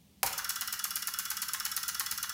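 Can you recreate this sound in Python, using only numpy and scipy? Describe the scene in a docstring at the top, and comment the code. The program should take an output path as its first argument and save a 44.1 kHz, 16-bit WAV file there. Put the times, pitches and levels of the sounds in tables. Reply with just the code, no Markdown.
"""A relay calculator dividing

A push button starts a home-built calculator on a desk. Its clock pulls in a bank of relays (switches
worked by magnets) and lets them drop again, nearly nine times a second. Each stroke is a quick volley:
contacts snap, metal frames clink and the moving arms knock on the circuit boards.
The springs are left ringing in a small, quiet room."""
import sys
import numpy as np
from scipy import signal
from scipy.fft import rfft, irfft
from scipy.io import wavfile

SR = 44100
rng = np.random.default_rng(int(sys.argv[2]) if len(sys.argv) > 2 else 0)


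def unload_wav(signal):
    """Save mono or channel-first audio to the path in sys.argv[1] as 16-bit WAV at rate SR, clipped to [-1, 1]."""
    wavfile.write(
        sys.argv[1],
        SR,
        np.round(np.clip(np.atleast_2d(signal).T, -1, 1) * 32767).astype(np.int16),
    )


N = 102797

# the clock's beats: (time [s], early snaps and clinks [dB], late ones [dB], board knocks [dB])
BEATS = [(0.2612, 0, 2.5, -1), (0.3779, 1.4, 0.5, 0), (0.4918, -0.7, 5.3, -3), (0.6088, -1, 1, 1.3),
         (0.7247, -0.3, 2.7, -0.8), (0.84, 2, 0, -0.5), (0.9558, 0.5, 3, -2.2), (1.071, 1.3, 1.5, -0.8),
         (1.1864, -1.0, 3, -2.5), (1.3018, 1.5, 2.5, 0), (1.4177, 1.6, 2.5, -2.5), (1.5331, -0.5, 2, 0.9),
         (1.6493, 1, 2, -1), (1.7637, 1.5, 0.5, -1), (1.8793, 1, 5, -2.7), (1.995, 3.7, 2, 1.5),
         (2.1105, 0.1, 0.5, -3.5), (2.227, 0.1, -1.1, 0)]


def amp(db):
    """Turns decibels into a gain."""
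    return 10 ** (np.asarray(db) / 20)


def unit(x):
    """Scales a sound to an energy of one."""
    return x / np.sqrt(np.sum(x ** 2) + 1e-20)


def read(points, hz):
    """Reads between a table's rows on a logarithmic frequency scale."""
    freqs, values = np.transpose(points)
    return np.interp(np.log(hz + 1), np.log(freqs + 1), values)


def add(mix, start_s, sound):
    """Adds a sound to the mix at a given time."""
    part = mix[max(round(start_s * SR), 0):][:len(sound)]
    part += sound[:len(part)]


def fade(t, fade_s):
    """Dies away by 60 dB in the fade time."""
    return np.exp(-np.log(1000) * t / fade_s)


def colour(x, tone, size=4096):
    """Gives a sound a tone colour, using a filter that rings only after each hit."""
    log_gain = np.log(amp(read(tone, abs(np.fft.fftfreq(size, 1 / SR)))))
    taps = np.fft.ifft(np.exp(signal.hilbert(log_gain).conj())).real
    return signal.fftconvolve(x, unit(taps[:size // 2]))[:N]


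def burst(fade_s, size=2048):
    """A small struck part rings at so many pitches that it sounds like a puff of noise."""
    envelope = fade(np.arange(size) / SR, fade_s)
    noise = rng.standard_normal(size) * envelope
    for _ in range(2):  # even out the frequencies
        spectrum = rfft(noise)
        noise = irfft(spectrum / (abs(spectrum) + 1e-12), size) * envelope ** (1 / 4)
    return unit(noise)


def ring(notes, detune=0.0028, spread_db=2.0, size=16000):
    """A struck part's notes swell over a few cycles and die away, a little differently each time."""
    t, out = np.arange(size) / SR, np.zeros(size)
    for hz, db, fade_s in notes:
        gain = amp(db + spread_db * rng.standard_normal()) * rng.choice([-1, 1])
        pitch_hz = hz * (1 + detune * rng.standard_normal())
        swell = 1 - np.exp(-hz * t / 2)
        out += gain * unit(np.sin(2 * np.pi * pitch_hz * t) * swell * fade(t, fade_s))
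    return out


def background(noise_db=-63, hum_hz=199, hum_db=-71):
    """Low room rumble, faint hiss and a weak hum."""
    # tone of the rumble and hiss: (frequency [Hz], relative level [dB])
    noise_tone = [(20, -59), (35, -53), (55, -3), (80, -4), (100, -6.5), (128, -6), (165, -4.5),
                  (205, -5.5), (310, -16), (500, -20), (1500, -31), (2900, -24), (10000, -30),
                  (16000, -29.5)]
    gains = amp(read(noise_tone, np.fft.rfftfreq(N, 1 / SR)))
    noise = irfft(rfft(rng.standard_normal(N)) * gains, N)
    hum = np.sin(2 * np.pi * hum_hz * np.arange(N) / SR)
    return np.sqrt(N) * (amp(noise_db) * unit(noise) + amp(hum_db) * unit(hum))


def button(press_s=.2308, click_db=2.5, ring_delay_s=.0025):
    """The start button snaps; its board rings a moment later."""
    # tone of the snap: (frequency [Hz], relative level [dB])
    click_tone = [(100, -25), (380, -15.5), (500, -11), (800, 1), (1100, 4), (1400, 3.5), (1750, 2),
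                  (1920, -2), (2250, 4), (2900, 0), (3600, -8), (4400, 0.5), (8000, -2.5), (12000, 1.5),
                  (15400, -1.5), (16500, -38)]
    # notes of the button's board: (pitch [Hz], level [dB], fade time [s])
    board_notes = [(497, -17.5, 0.057), (564, -12, 0.056), (690, -13, 0.021), (783, -6, .045),
                   (938, -9, 0.068)]
    click = np.zeros(N)
    add(click, press_s, amp(click_db) * burst(fade_s=.03))
    out = colour(click, click_tone)
    add(out, press_s + ring_delay_s, ring(board_notes, spread_db=0))
    return out


def desk():
    """Dull thuds pass through the desk: one under the button press, two faint ones later."""
    # the thuds: (time [s], level [dB])
    thuds = [(.243, -16.5), (2.029, -37), (2.12, -27)]
    # tone of the desk: (frequency [Hz], relative level [dB])
    desk_tone = [(25, -14), (65, -1.5), (125, -4.5), (200, -14.5), (320, -17), (700, -41.5)]
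    out = np.zeros(N)
    for start_s, db in thuds:
        add(out, start_s, amp(db) * burst(fade_s=.18, size=8192))
    return colour(out, desk_tone)


def volley(bank, strokes, alike=0.46, spread_db=1.33, late_after_s=.008):
    """Each relay hits once per stroke with its own snap, clink and knock, slightly early or late."""
    tracks = np.zeros((3, N))
    fades_s = .012, .024, .03  # snap, clink, knock
    for delay, scatter, *levels in bank:
        voices = [burst(fade_s) for fade_s in fades_s]  # the share that is alike on every hit
        for start_s, early_db, late_db, knock_db in strokes:
            slip, force = rng.standard_normal(2)
            metal_db = late_db if delay > late_after_s else early_db
            accents = metal_db, metal_db, knock_db
            for track, voice, fade_s, db, accent_db in zip(tracks, voices, fades_s, levels, accents):
                click = np.sqrt(alike) * voice + np.sqrt(1 - alike) * burst(fade_s)
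                gain = amp(db + accent_db + spread_db * force)
                add(track, start_s + delay + scatter * slip, gain * click)
    return tracks


def relays(drop_after_s=.0651):
    """The relays clatter as they pull in on each beat, and again as they drop out."""
    # relays pulling in: (delay [s], timing scatter [s], snap [dB], clink [dB], knock [dB])
    pull_in = [(-.0005, .0001, -21, -40, -40), (.0016, .00005, -7.5, -19, -34),
               (.0041, .0001, -13, -14.5, -30), (.0068, .0004, -23, -17, -22),
               (.0095, .0007, -20, -20, -19), (.0128, .0006, -18, -17.5, -16),
               (.0155, .0008, -22, -21, -17), (.0195, .001, -29, -25, -21)]
    # relays dropping out: (delay [s], timing scatter [s], snap [dB], clink [dB], knock [dB])
    drop_out = [(.0003, .0002, -21, -38, -38), (.0016, .00005, -14.5, -23, -36),
                (.0034, .0003, -17, -18.5, -27), (.0066, .0004, -21.5, -17.5, -23),
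                (.0098, .0004, -26, -24, -23)]
    # tones of contact snap, frame clink and board knock: (frequency [Hz], relative level [dB])
    snap_tone = [(1000, -26.5), (4000, -28), (6500, -1), (8300, -4.5), (9700, 3.5), (10300, 2.5),
                 (11300, 4.5), (12200, 0.5), (13900, 2), (15300, 3), (15900, -8), (16600, -47.5)]
    clink_tone = [(700, -43.5), (2000, -12), (3000, -6), (3700, -16), (4150, -1.5), (4750, -1.5),
                  (5400, 1.5), (6300, 0), (7100, -2), (8200, -7), (14000, -83)]
    knock_tone = [(100, -24), (400, -24.5), (680, -25), (820, -11.5), (1020, -7.5), (1200, -3),
                  (1380, -0.5), (1650, 0.5), (2000, -4.5), (2400, -11), (3800, -7.5), (8000, -40)]
    drops = [(beat_s + drop_after_s, 0, 0, 0) for beat_s, *_ in BEATS]  # no accents
    snaps, clinks, knocks = volley(pull_in, BEATS) + volley(drop_out, drops)
    ringing = sum(springs(beat_s, 0) + springs(beat_s + drop_after_s, 1) for beat_s, *_ in BEATS)
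    return colour(snaps, snap_tone) + colour(clinks, clink_tone) + colour(knocks, knock_tone) + ringing


def springs(start_s, stroke, board_below_hz=2500):
    """Springs, frames and boards ring on after a stroke (0 is pull-in, 1 is drop-out)."""
    # their notes: (pitch [Hz], pull-in level [dB], drop-out level [dB], fade time [s])
    notes = [(1250, -28, -22, .05), (1335, -26, -20, .06), (1394, -26, -20, .1), (1540, -26, -24, .22),
             (1976, -29, -27, .2), (2832, -29.5, -26, .2), (2945, -29.5, -25.5, .15),
             (3402, -28, -21.5, .14), (5370, -29, -17.5, .022), (5503, -28, -17.5, .04),
             (5803, -26, -27, .07), (7103, -29, -33, .15)]
    out = np.zeros(N)
    for hz, *levels, fade_s in notes:
        # the metal rings almost at once, the boards with the late knocks
        delay_s = .008 if hz < board_below_hz else .0025
        add(out, start_s + delay_s, ring([(hz, levels[stroke], fade_s)], size=11000))
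    return out


def counter():
    """A step counter knocks on its board: one stage every second beat, the next every fourth."""
    # each stage's knock: (delay [s], level [dB])
    stages = [(.011, -6.5), (.015, -1.5)]
    # low notes of its board: (pitch [Hz], level [dB], fade time [s])
    board_notes = [(817, -35, 0.12), (858, -27.5, 0.032), (1092, -19.5, 0.043)]
    out = np.zeros(N)
    for stage, (delay, db) in enumerate(stages, 1):
        every = 2 ** stage
        for beat_s, *_ in BEATS[every - 1::every]:
            add(out, beat_s + delay, amp(db) * ring(board_notes, size=6000))
    return out


def room(sound, echoes=3, delay_s=0.00067, rise_s=0.0017, turn_s=.37):
    """Blurred room echoes take turns, as relays at different places fire."""
    # how long the room rings: (frequency [Hz], fade time [s])
    fade_times = [(250, 0.7), (700, 0.53), (1500, 1.02), (5000, 0.64), (10000, 0.37), (16000, 0.43)]
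    out, turn = np.zeros(N), np.arange(N) / SR / turn_s
    for k in range(echoes):
        hz, t, bands = signal.stft(rng.standard_normal(26000), SR, nperseg=256)
        fading_bands = bands * fade(t, read(fade_times, hz)[:, None])
        echo = signal.istft(fading_bands, SR, nperseg=256)[1]
        echo *= np.clip((np.arange(len(echo)) / SR - delay_s) / rise_s, 0, 1)
        share = np.sqrt(2 / echoes) * np.cos(np.pi * (turn + k / echoes))
        out += signal.fftconvolve(sound * share, unit(echo))[:N]
    return out


def scene(room_db=-4.5):
    """The machine, its echo and the background, in one channel."""
    machine = button() + desk() + relays() + counter()
    return (machine + amp(room_db) * room(machine) + background())[None]


def record(dry):
    """Cuts off the very highest treble."""
    cutoff_hz = 16550
    low_pass = signal.firwin(255, cutoff_hz, window=("kaiser", 9), fs=SR)
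    return signal.oaconvolve(dry, low_pass[None], "same")


dry = scene()
out = record(dry)
unload_wav(out)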